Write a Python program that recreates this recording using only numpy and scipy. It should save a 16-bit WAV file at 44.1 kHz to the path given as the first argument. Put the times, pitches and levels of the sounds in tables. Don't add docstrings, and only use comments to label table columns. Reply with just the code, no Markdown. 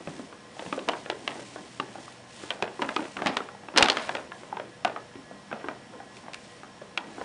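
import sys
import numpy as np
from scipy import signal
from scipy.fft import rfft, irfft, next_fast_len
from scipy.io import wavfile
from scipy.ndimage import uniform_filter1d

SR = 44100
rng = np.random.default_rng(int(sys.argv[2]) if len(sys.argv) > 2 else 0)


def waveform_to_disk(signal):
    frames = np.transpose(np.atleast_2d(signal))
    scaled = np.clip(frames, -1, 1) * 32767
    samples = np.round(scaled).astype(np.int16)
    wavfile.write(sys.argv[1], SR, samples)


N = 319284

# start_s, strength_db, thud_db, thud_hz, crack_db, panel_hz, ring_db, fold_hz
CREASE_SNAPS = [(.006,-13.5,12,330,-18,500,20.5,1700),(.073,-3,13,196,-7,545,19,2550),(.083,-11.5,12,230,-14,715,12,1680),(.194,-7.5,16,261,-35,516,11.5,1880),(.326,-9.5,6.5,310,-14,1090,10.5,1530),(.567,-13,-4,378,-16,650,18,1600),(.593,-2,4.5,316,-1,650,15,3460),(.622,-13,13,400,-10,560,21.5,1900),(0.662,-7,16,222,-6.5,630,16.5,2700),(.726,3.5,10,288,-3,1170,13.5,2490),(.777,-4.5,13,393,-12,555,22,1510),(0.791,-3.5,-2,350,0.5,800,3,3920),(0.879,0,12,476,-33,1070,10.5,1620),(.887,11.5,5,453,-2,630,11,3000),(.894,3.5,4.5,475,-1.5,885,17.5,2920),(.934,3,3,408,-10,1130,5,1750),(.952,-7.5,-7,400,-18,680,20,1600),(1.06,-3.5,5,464,-4,477,7,1710),(1.099,4.5,6,393,4,730,15.5,1670),(1.11,-7,3,380,-3,900,7,3900),(1.277,6.5,6.5,530,0.5,2860,6.5,2030),(1.317,-7.5,3,400,1,900,3,1900),(1.355,-8.5,-1,400,-11,645,12,1870),(1.394,-8.5,7,259,-9,530,16,1550),(1.56,-1.5,4,384,-29,600,7.5,1560),(1.799,3.5,12,345,0,1280,15,2760),(1.954,-7,5,310,-34,710,13,1520),(1.983,-11,11.5,306,-23,836,9,1930),(2.079,-13.5,-4,467,-5,1140,15,1500),(2.436,-6.5,9,304,-12,330,16,1500),(2.505,5,-5,330,-0.5,3180,10.5,2470),(2.514,-6.5,2,400,6.5,3100,2,1600),(2.601,-20,10,400,-33,706,24,1500),(2.624,10,6.5,380,-3,700,13.5,2560),(2.638,-3.5,5.5,302,-13,620,14,1700),(2.677,-1.5,1,423,-8,800,4,2720),(2.793,-5,16,353,-11,990,15,1680),(2.819,8,4.5,258,-4,910,7,2880),(2.824,7.5,2,403,-7,616,13,1900),(2.89,6,-10,260,-4.5,1550,7.5,1950),(2.963,5,8.5,315,4,1130,19,2540),(2.992,1.5,11.5,293,-25,900,9.5,1470),(3.168,2.5,3,338,-3.5,2560,4,2100),(3.19,-7,8,300,-17,1250,9,1700),(3.22,7.5,6.5,288,-10.5,776,6.5,1500),(3.249,-3,8,242,-26,795,4,1700),(3.26,11,6,245,-5.5,800,4,1960),(3.269,12.5,-4,208,-2.5,750,-3,2400),(3.277,-1,-4,307,6,705,2,1700),(3.369,11,1.5,291,-1.5,1250,6,3600),(3.404,-2.5,10.5,410,-23,1290,14,1600),(3.487,-6,-2,510,-8,1380,10.5,1700),(3.548,-15,7,350,-14,820,14,1600),(3.633,-16,7,350,-13,880,14,1600),(3.685,-2.5,0,303,-8,905,10.5,2610),(3.746,-10,0,290,-19,1300,8,1690),(3.761,6,10,314,-1.5,1480,9,3050),(3.768,9,-13,415,-12,3100,10,1950),(3.775,17.5,-19,400,0,5330,7,4160),(3.782,16,4,418,4,1650,7.5,2810),(3.792,6,-2,300,2,1200,10,4800),(3.797,3,5,290,0,1100,3,3100),(3.808,12,6,300,-8,790,11.5,5000),(3.816,7,4,280,-7,1200,5,2600),(3.825,21.5,-37,365,-5.5,2800,10.5,3300),(3.828,11.5,7,370,5.5,3650,5,2960),(3.837,7,1.5,280,-7,1150,10,3600),(3.843,1.5,8,280,-2,900,13,3900),(3.858,5,0,320,5,1400,9,3600),(3.872,-1,6,350,-1,1000,0,3200),(3.885,12,-22,470,0,1290,10,3080),(3.899,11.5,-2,340,5.5,3300,4,4330),(3.91,-5,-3,300,-9,1300,4,4400),(3.92,-1,-5,350,-3,1000,6,2800),(3.97,11,-7,436,-5.5,1820,6,3170),(4.092,7,-11,400,-3.5,730,14,1700),(4.151,6.5,-0.5,403,-3,920,8.5,1900),(4.168,-3.5,1,330,1.5,1510,4,2470),(4.319,-3,-1,428,-4,1350,10.5,1700),(4.433,-10.5,8,400,-12,570,13.5,1600),(4.526,-3,5,400,-23,840,19.5,1480),(4.569,-3,5,390,-2.5,880,15.5,1510),(4.598,0.5,2,407,-7,640,14.5,1680),(4.848,11,-4.5,224,-3,670,15.5,2780),(4.851,9,-7,260,-9,710,8,1470),(4.875,-3.5,2,300,-4,950,13,2700),(4.897,-2,1,300,-9,620,16,1690),(4.961,2.5,-7,280,-12.5,1160,8,1860),(4.972,-9.5,0,300,-19,800,14,1480),(5.155,-13.5,19.5,236,-2,390,12.5,1560),(5.311,-11,14,245,-31,605,15.5,1610),(5.514,0,-2,242,-13,750,-2,1520),(5.527,5.5,1.5,213,-14,1270,-4,2570),(5.642,-0.5,7.5,260,-22,825,9,1500),(5.685,6.5,-2,250,-12.5,1370,6,2360),(5.935,-11,6,500,-20,544,15.5,1540),(6.001,-7.5,0,505,-14,780,11,1470),(6.237,-19,11,350,-14,820,13,1600),(6.263,-16,6,350,-12,670,18,1600),(6.282,-7,5,485,-14,870,14,1840),(6.633,-5.5,2,422,-16,870,5,1490),(6.815,-9.5,9,405,-31,557,18,1660),(6.975,8,-5.5,280,0,2560,8.5,3340),(7.181,-3.5,3,280,-38,816,11,1670),(7.213,2,12,313,-17,635,10.5,1500)]
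# time_s, relative_db
CRUMPLE_CURVE = [(3.19, -61), (3.25, -44), (3.285, -34), (3.34, -47), (3.45, -87), (3.74, -90),
                 (3.757, -70), (3.772, -18), (3.795, -25.5), (3.845, -31), (3.875, -38), (3.92, -47),
                 (3.98, -34), (4.1, -46)]
# start_s, puff_db,
# boom_db, pitch_hz
LOW_THUMPS = [(0.072, -38, -51, 170), (3.224, -55, -45, 189), (3.26, -43, -23.5, 196.6),
              (3.778, -30, -23, 220), (3.826, -16.5, -29, 203)]
# start_s, level_db
HARD_TICKS = [(6.168, -13.5), (6.333, -6.5), (6.343, -2.5)]
# start_s, length_s, crinkles_db, flex_db
PUPPY_TUGS = [(0.0, 0.2, -58, -48), (0.58, 0.17, -52, -62), (0.764, 0.28, -64, -43.5),
              (1.054, 0.6, -68, -47), (1.882, 0.22, -52, -52), (2.354, 0.44, -54, -53),
              (2.808, 0.25, -40, -46), (3.16, 0.23, -42, -40.5), (3.735, 0.466, -40.5, -43),
              (4.166, 0.55, -55, -50.5), (5.493, 0.22, -47.5, -57), (5.907, 0.44, -62, -51.5),
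              (6.975, 0.3, -54, -50)]
# middle_s, length_s, relative_db
SLIDE_STROKES = [(0.14, 0.41, -55), (0.384, 0.55, -66), (0.685, 0.44, -52), (0.956, 0.61, -56),
                 (1.403, 0.8, -53), (1.756, 0.46, -57), (2.026, 0.51, -55.5), (2.438, 0.41, -51),
                 (2.696, 0.33, -69), (2.948, 0.64, -54), (3.25, 0.7, -56.5), (4.023, 0.58, -52.5),
                 (4.407, 0.34, -60.5), (6.18, 0.18, -59), (6.48, 0.54, -60.5), (7.213, 0.44, -57.5)]
# frequency_hz, gain_db
TICK_SPECTRUM = [(200, -42), (900, -7), (1900, -1.5), (2600, 6), (3100, -5), (3600, -3), (4800, -6),
                 (6000, -11), (10000, -17)]
FLEX_SPECTRUM = [(60, -28), (130, -12.5), (200, -1.5), (320, 2), (550, -8), (900, -10), (2000, -23.5),
                 (5000, -47)]
SLIDE_SPECTRUM = [(300, -12), (900, -36), (2000, 6), (3200, 6), (5000, 3), (7000, 1), (9000, -0.5),
                  (10500, -5.5)]
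# frequency_hz, t60_s
ROOM_DECAY = [(200, 0.2039), (530, 0.273), (1400, 0.18), (3700, .5), (9000, 1.6)]
# frequency_hz, gain_db
ROOM_SPECTRUM = [(80, 11), (190, 2), (330, 1), (600, 6.5), (1500, 1.5), (3000, -18.5), (4500, -25),
                 (8000, -29)]
# pitch_hz, width_hz, gain_db
STANDING_WAVES = [(200, 14, 7), (278, 70, 6), (388, 9.4, 4.5), (690, 88, -1), (844, 160, 3.5)]
# frequency_hz, gain_db
AIR_SPECTRUM = [(15, -46), (25, -24.5), (132, -2.5), (219, -1.5), (411, -9), (467, -8), (616, -4),
                (717, -7), (1020, -10), (1160, -12.5), (1870, -13), (2470, -16), (2950, -16), (8500, -25),
                (10400, -26.5), (13500, -63), (22000, -120)]
# pitch_hz, width_hz, level_db
HUM_BANDS = [(121, 3.1, -64.5), (201.3, 5.1, -63), (488, 12, -62), (1047, 13, -63.5), (1700, 18, -65.5),
             (1920, 19, -65.5), (3140, 180, -71), (5400, 25, -74.5), (5500, 310, -71)]

BURST_SAMPLES = 2048
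BURST_HZ = np.fft.rfftfreq(BURST_SAMPLES, 1 / SR)


def snaps(ceiling_s=0.013, ceiling_db=-25, carry_hz=780):
    direct, reflected = np.zeros(N), np.zeros(N)
    for start_s, db, thud_db, thud_hz, crack_db, panel_hz, ring_db, fold_hz in CREASE_SNAPS:
        fizz_db = crack_db - 21 + 0.92 * db
        burst = buckle(decay_s=0.00118, rise_s=0.0006)
        slips = ripple_spectrum(splinters(bag_echoes(burst)))
        carried_db = 0.5 * ring_db / (1 + (panel_hz / carry_hz) ** 2)
        colours = (paper_colour(thud_db, thud_hz, crack_db, fizz_db, panel_hz, ring, fold_hz)
                   for ring in (ring_db, carried_db))
        to_mic, to_room = (irfft(slips * minimum_phase(db + colour)) for colour in colours)
        add(direct, start_s, to_mic)
        add(direct, start_s + ceiling_s * rng.uniform(0.9, 1.1), gain_of(ceiling_db) * to_mic)
        room_db = -3 - 0.13 * db
        add(reflected, start_s, gain_of(room_db) * room(to_room))
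    return direct + standing_waves(reflected)


def buckle(decay_s, rise_s):
    t = np.arange(BURST_SAMPLES) / SR
    shape = swell(t, rise_s, decay_s)
    burst = rng.standard_normal(BURST_SAMPLES) * shape
    for _ in range(4):
        spectrum = rfft(burst)
        burst = irfft(spectrum / (abs(spectrum) + 1e-12)) * np.minimum(2 * shape / shape.max(), 1)
    return burst / np.linalg.norm(burst)


def bag_echoes(burst, echo=0.67, dull_hz=4500):
    out, bounced = burst.copy(), burst
    pole = np.exp(-2 * np.pi * dull_hz / SR)
    for delay_s in np.linspace(0.000921, 0.0042, 3) * rng.uniform(0.75, 1.227, 3):
        add(out, delay_s, echo * rng.choice([-1, 1]) * np.exp(-delay_s / 0.0084) * bounced)
        bounced = signal.lfilter([1 - pole], [1, -pole], bounced)
    return out / np.sqrt(1 + 1.22 * echo ** 2)


def splinters(burst, level_db=-17, within_s=0.032, count=9):
    out = burst.copy()
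    for lateness, size in rng.random((count, 2)):
        crack = buckle(decay_s=0.00074, rise_s=0.00023)
        thin = signal.lfilter([1], [1, -0.85], np.diff(crack, prepend=0))
        add(out, 0.0041 + lateness * within_s, gain_of(level_db) * size * (1 - lateness / 2) * thin)
    return out


def ripple_spectrum(burst, broad_hz=650, flattening=0.78):
    spectrum = rfft(burst)
    broad_power = uniform_filter1d(abs(spectrum) ** 2, int(broad_hz / BURST_HZ[1]))
    broad_db = 10 * np.log10(broad_power + 1e-9)
    return spectrum * minimum_phase(-flattening * broad_db)


def paper_colour(thud_db, thud_hz, crack_db, fizz_db, panel_hz, ring_db, fold_hz):
    bass = [(thud_hz / 7, thud_db - 33), (thud_hz / 2.86, thud_db - 19.5),
            (thud_hz / 1.47, thud_db - 8.5), (thud_hz, thud_db - 3)]
    treble = [(650, 0.64), (1400, -0.61), (3250, crack_db - 1.5),
              (4600, 0.74 * crack_db + 0.7 * fizz_db), (6500, fizz_db - 4.5), (10000, fizz_db - 14.5)]
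    panel_width = 0.045 * np.sqrt(max(ring_db, 7))
    wall_db = 6 / (1 + (np.log((BURST_HZ + 1) / thud_hz) / 0.22) ** 2)
    panel_db = ring_db * bell(panel_hz, panel_width)
    fold_db = 7 * bell(fold_hz, width=0.046)
    valleys_db = 0.11 * ring_db * bell(np.sqrt(thud_hz * panel_hz), panel_width)
    valleys_db += 3 * bell(np.sqrt(panel_hz * fold_hz), width=0.033)
    return curve_at(bass + treble, BURST_HZ) + np.max([wall_db, panel_db, fold_db], axis=0) - valleys_db


def crumple(crunch_db=-3, cracks_db=-6):
    time_s, db = np.transpose(CRUMPLE_CURVE)
    level = gain_of(np.interp(np.arange(N) / SR, time_s, db, left=-120, right=-120))
    creases = impulses(per_s=6000) * flutter(depth_db=3, rate_hz=140)
    crunch = coloured(creases, [(60, -11), (300, 13), (850, 16.5), (2000, 15.5), (3400, 11),
                                (5200, 6.5), (7000, -18), (10000, -20.5)])
    cracks = crackle(per_s=1600, spread_db=2, crack_db=1, fizz_db=-8, ring_db=7, panels=10)
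    cracks *= np.sqrt(level / level.max())
    return level * (gain_of(crunch_db) * crunch + gain_of(cracks_db) * cracks)


def booms(puff_s=0.0022, room_db=-8):
    out, t = np.zeros(N), np.arange(SR // 4) / SR
    for start_s, puff_db, boom_db, pitch_hz in LOW_THUMPS:
        puff = gain_of(puff_db) * (1 - t / puff_s) * np.exp(-t / puff_s)
        tone = np.sin(2 * np.pi * pitch_hz * t)
        boom = gain_of(boom_db) * tone * swell(t, rise_s=0.0049, decay_s=0.014)
        add(out, start_s, puff + boom)
        add(out, start_s, gain_of(room_db) * room(boom))
    return out


def ticks(room_db=-2):
    out = np.zeros(N)
    for start_s, db in HARD_TICKS:
        burst = splinters(buckle(decay_s=0.0017, rise_s=0.0011), level_db=-13)
        tick = irfft(rfft(burst) * minimum_phase(db + curve_at(TICK_SPECTRUM, BURST_HZ)))
        add(out, start_s, tick)
        add(out, start_s, gain_of(room_db) * room(tick))
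    return out


def settling(below_snap_db=56):
    t, power = np.arange(SR // 3) / SR, np.zeros(N)
    shape = swell(t, rise_s=0.027, decay_s=0.057)
    for start_s, strength_db, *_ in CREASE_SNAPS:
        add(power, start_s, (gain_of(strength_db - below_snap_db) * shape) ** 2)
    grains = impulses(per_s=1500) * pop_sizes(spread_db=5.5)
    colour = [(300, -29), (1200, 4.5), (2500, 6), (4500, 0), (6500, -15.5), (10000, -20)]
    return np.sqrt(power) * coloured(grains, colour)


def crinkles(trim_db=-5, room_db=-1.5):
    pops = crackle(per_s=90, spread_db=1, crack_db=-6, fizz_db=-27, ring_db=9, panels=20)
    direct = pops * tugging("crinkles", idle_db=-60) * gain_of(trim_db)
    return direct + gain_of(room_db) * room(direct)[:N]


def crackle(per_s, spread_db, crack_db, fizz_db, ring_db, panels):
    out = np.zeros(N)
    for panel_hz in np.geomspace(400, 2600, panels):
        thud_hz, fold_hz = rng.uniform(260, 480), rng.uniform(1800, 4200)
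        colour = paper_colour(-7.5, thud_hz, crack_db, fizz_db, panel_hz, ring_db, fold_hz)
        burst = buckle(decay_s=0.001, rise_s=0.00045)
        pop = unit_rms(irfft(rfft(burst) * minimum_phase(colour)))
        triggers = pop_sizes(spread_db) * (rng.random(N) < per_s / panels / SR)
        out += signal.oaconvolve(triggers, pop)[:N]
    return unit_rms(out)


def flexing(trim_db=-3):
    push = rng.standard_normal(N) * flutter(depth_db=3, rate_hz=12)
    return coloured(push, FLEX_SPECTRUM) * tugging("flex", idle_db=-58.5) * gain_of(trim_db)


def tugging(layer, idle_db, attack_s=0.0069, release_s=0.024):
    t, power = np.arange(N) / SR, gain_of(idle_db) ** 2
    for start_s, length_s, crinkles_db, flex_db in PUPPY_TUGS:
        db = crinkles_db if layer == "crinkles" else flex_db
        attack = np.clip((t - start_s) / attack_s, 0, 1)
        release = np.exp(-np.maximum(t - start_s - length_s, 0) / release_s)
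        power = power + (gain_of(db) * attack * release) ** 2
    return np.sqrt(power)


def sliding(trim_db=3, pointedness=1.7):
    t, power = np.arange(N) / SR, np.zeros(N)
    for middle_s, length_s, db in SLIDE_STROKES:
        arch = np.maximum(1 - (2 * (t - middle_s) / length_s) ** 2, 0) ** pointedness
        power += (gain_of(db) * arch) ** 2
    slips = rng.standard_normal(N) * flutter(depth_db=2, rate_hz=140)
    return coloured(slips, SLIDE_SPECTRUM) * np.sqrt(power) * gain_of(trim_db)


def room(sound, delay_s=0.00089, build_s=0.00033, samples=20000):
    t = np.arange(samples) / SR
    echoes_per_s = 1500 + 60000 * t
    taps = rng.standard_normal(samples) * (rng.random(samples) < echoes_per_s / SR)
    taps *= 1 - np.exp(-np.maximum(t - delay_s, 0) / build_s)
    taps *= 1 + 0.2 * np.exp(-t / 0.0057)
    hz, time_s, bands = signal.stft(taps, SR, nperseg=256)
    bands *= gain_of(-60 * time_s / curve_at(ROOM_DECAY, hz)[:, None])
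    bands *= gain_of(curve_at(ROOM_SPECTRUM, hz))[:, None]
    _, tail = signal.istft(bands, SR, nperseg=256)
    return signal.fftconvolve(sound, tail / np.linalg.norm(taps * gain_of(-60 * t / 0.32)))


def standing_waves(sound):
    return sound + sum((gain_of(db) - 1) * signal.lfilter(*signal.iirpeak(hz, hz / width_hz, SR), sound)
                       for hz, width_hz, db in STANDING_WAVES)


def room_tone(air_db=-51):
    t, hum = np.arange(N) / SR, np.zeros(N)
    for pitch_hz, width_hz, db in HUM_BANDS:
        phase = 2 * np.pi * pitch_hz * t
        band = drift(width_hz / 2) * np.cos(phase) + drift(width_hz / 2) * np.sin(phase)
        hum += gain_of(db) * unit_rms(band)
    return hum + gain_of(air_db) * coloured(rng.standard_normal(N), AIR_SPECTRUM)


def gain_of(db):
    return 10 ** (np.asarray(db) / 20)


def unit_rms(x):
    return x / np.sqrt(np.mean(x ** 2) + 1e-20)


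def add(mix, start_s, sound):
    part = mix[max(round(start_s * SR), 0):][:len(sound)]
    part += sound[:len(part)]


def swell(t, rise_s, decay_s):
    return (1 - np.exp(-t / rise_s)) * np.exp(-t / decay_s)


def curve_at(points, hz):
    points_hz, values = np.transpose(points)
    return np.interp(np.log(hz + 1), np.log(points_hz + 1), values)


def bell(centre_hz, width):
    return np.exp(-0.5 * (np.log((BURST_HZ + 1) / centre_hz) / width) ** 2)


def coloured(x, colour):
    size = next_fast_len(len(x))
    gains = gain_of(curve_at(colour, np.fft.rfftfreq(size, 1 / SR)))
    return unit_rms(irfft(rfft(x, size) * gains, size)[:len(x)])


def minimum_phase(db):
    log_gain = np.log(gain_of(np.maximum(db, -100)))
    mirrored = np.concatenate([log_gain, log_gain[-2:0:-1]])
    return np.exp(np.conj(signal.hilbert(mirrored)))[:len(db)]


def drift(rate_hz):
    size = next_fast_len(N)
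    rolloff = 1 + (np.fft.rfftfreq(size, 1 / SR) / rate_hz) ** 4
    return unit_rms(irfft(rfft(rng.standard_normal(size)) / rolloff, size)[:N])


def flutter(depth_db, rate_hz):
    return gain_of(depth_db * drift(rate_hz))


def impulses(per_s):
    return rng.choice([-1, 1], N) * (rng.random(N) < per_s / SR)


def pop_sizes(spread_db):
    return gain_of(spread_db * np.minimum(rng.exponential(1, N), 3))


def scene():
    bag = snaps() + settling() + ticks() + crumple() + booms() + crinkles() + flexing() + sliding()
    return (bag + room_tone())[None]


def record(dry, peak_limit=0.8, cutoff_hz=10080):
    rounded = peak_limit * np.tanh(dry / peak_limit)
    lowpass = signal.firwin(601, cutoff_hz, window=("kaiser", 8), fs=SR)
    return signal.oaconvolve(rounded, lowpass[None], "same")


dry = scene()
out = record(dry)
waveform_to_disk(out)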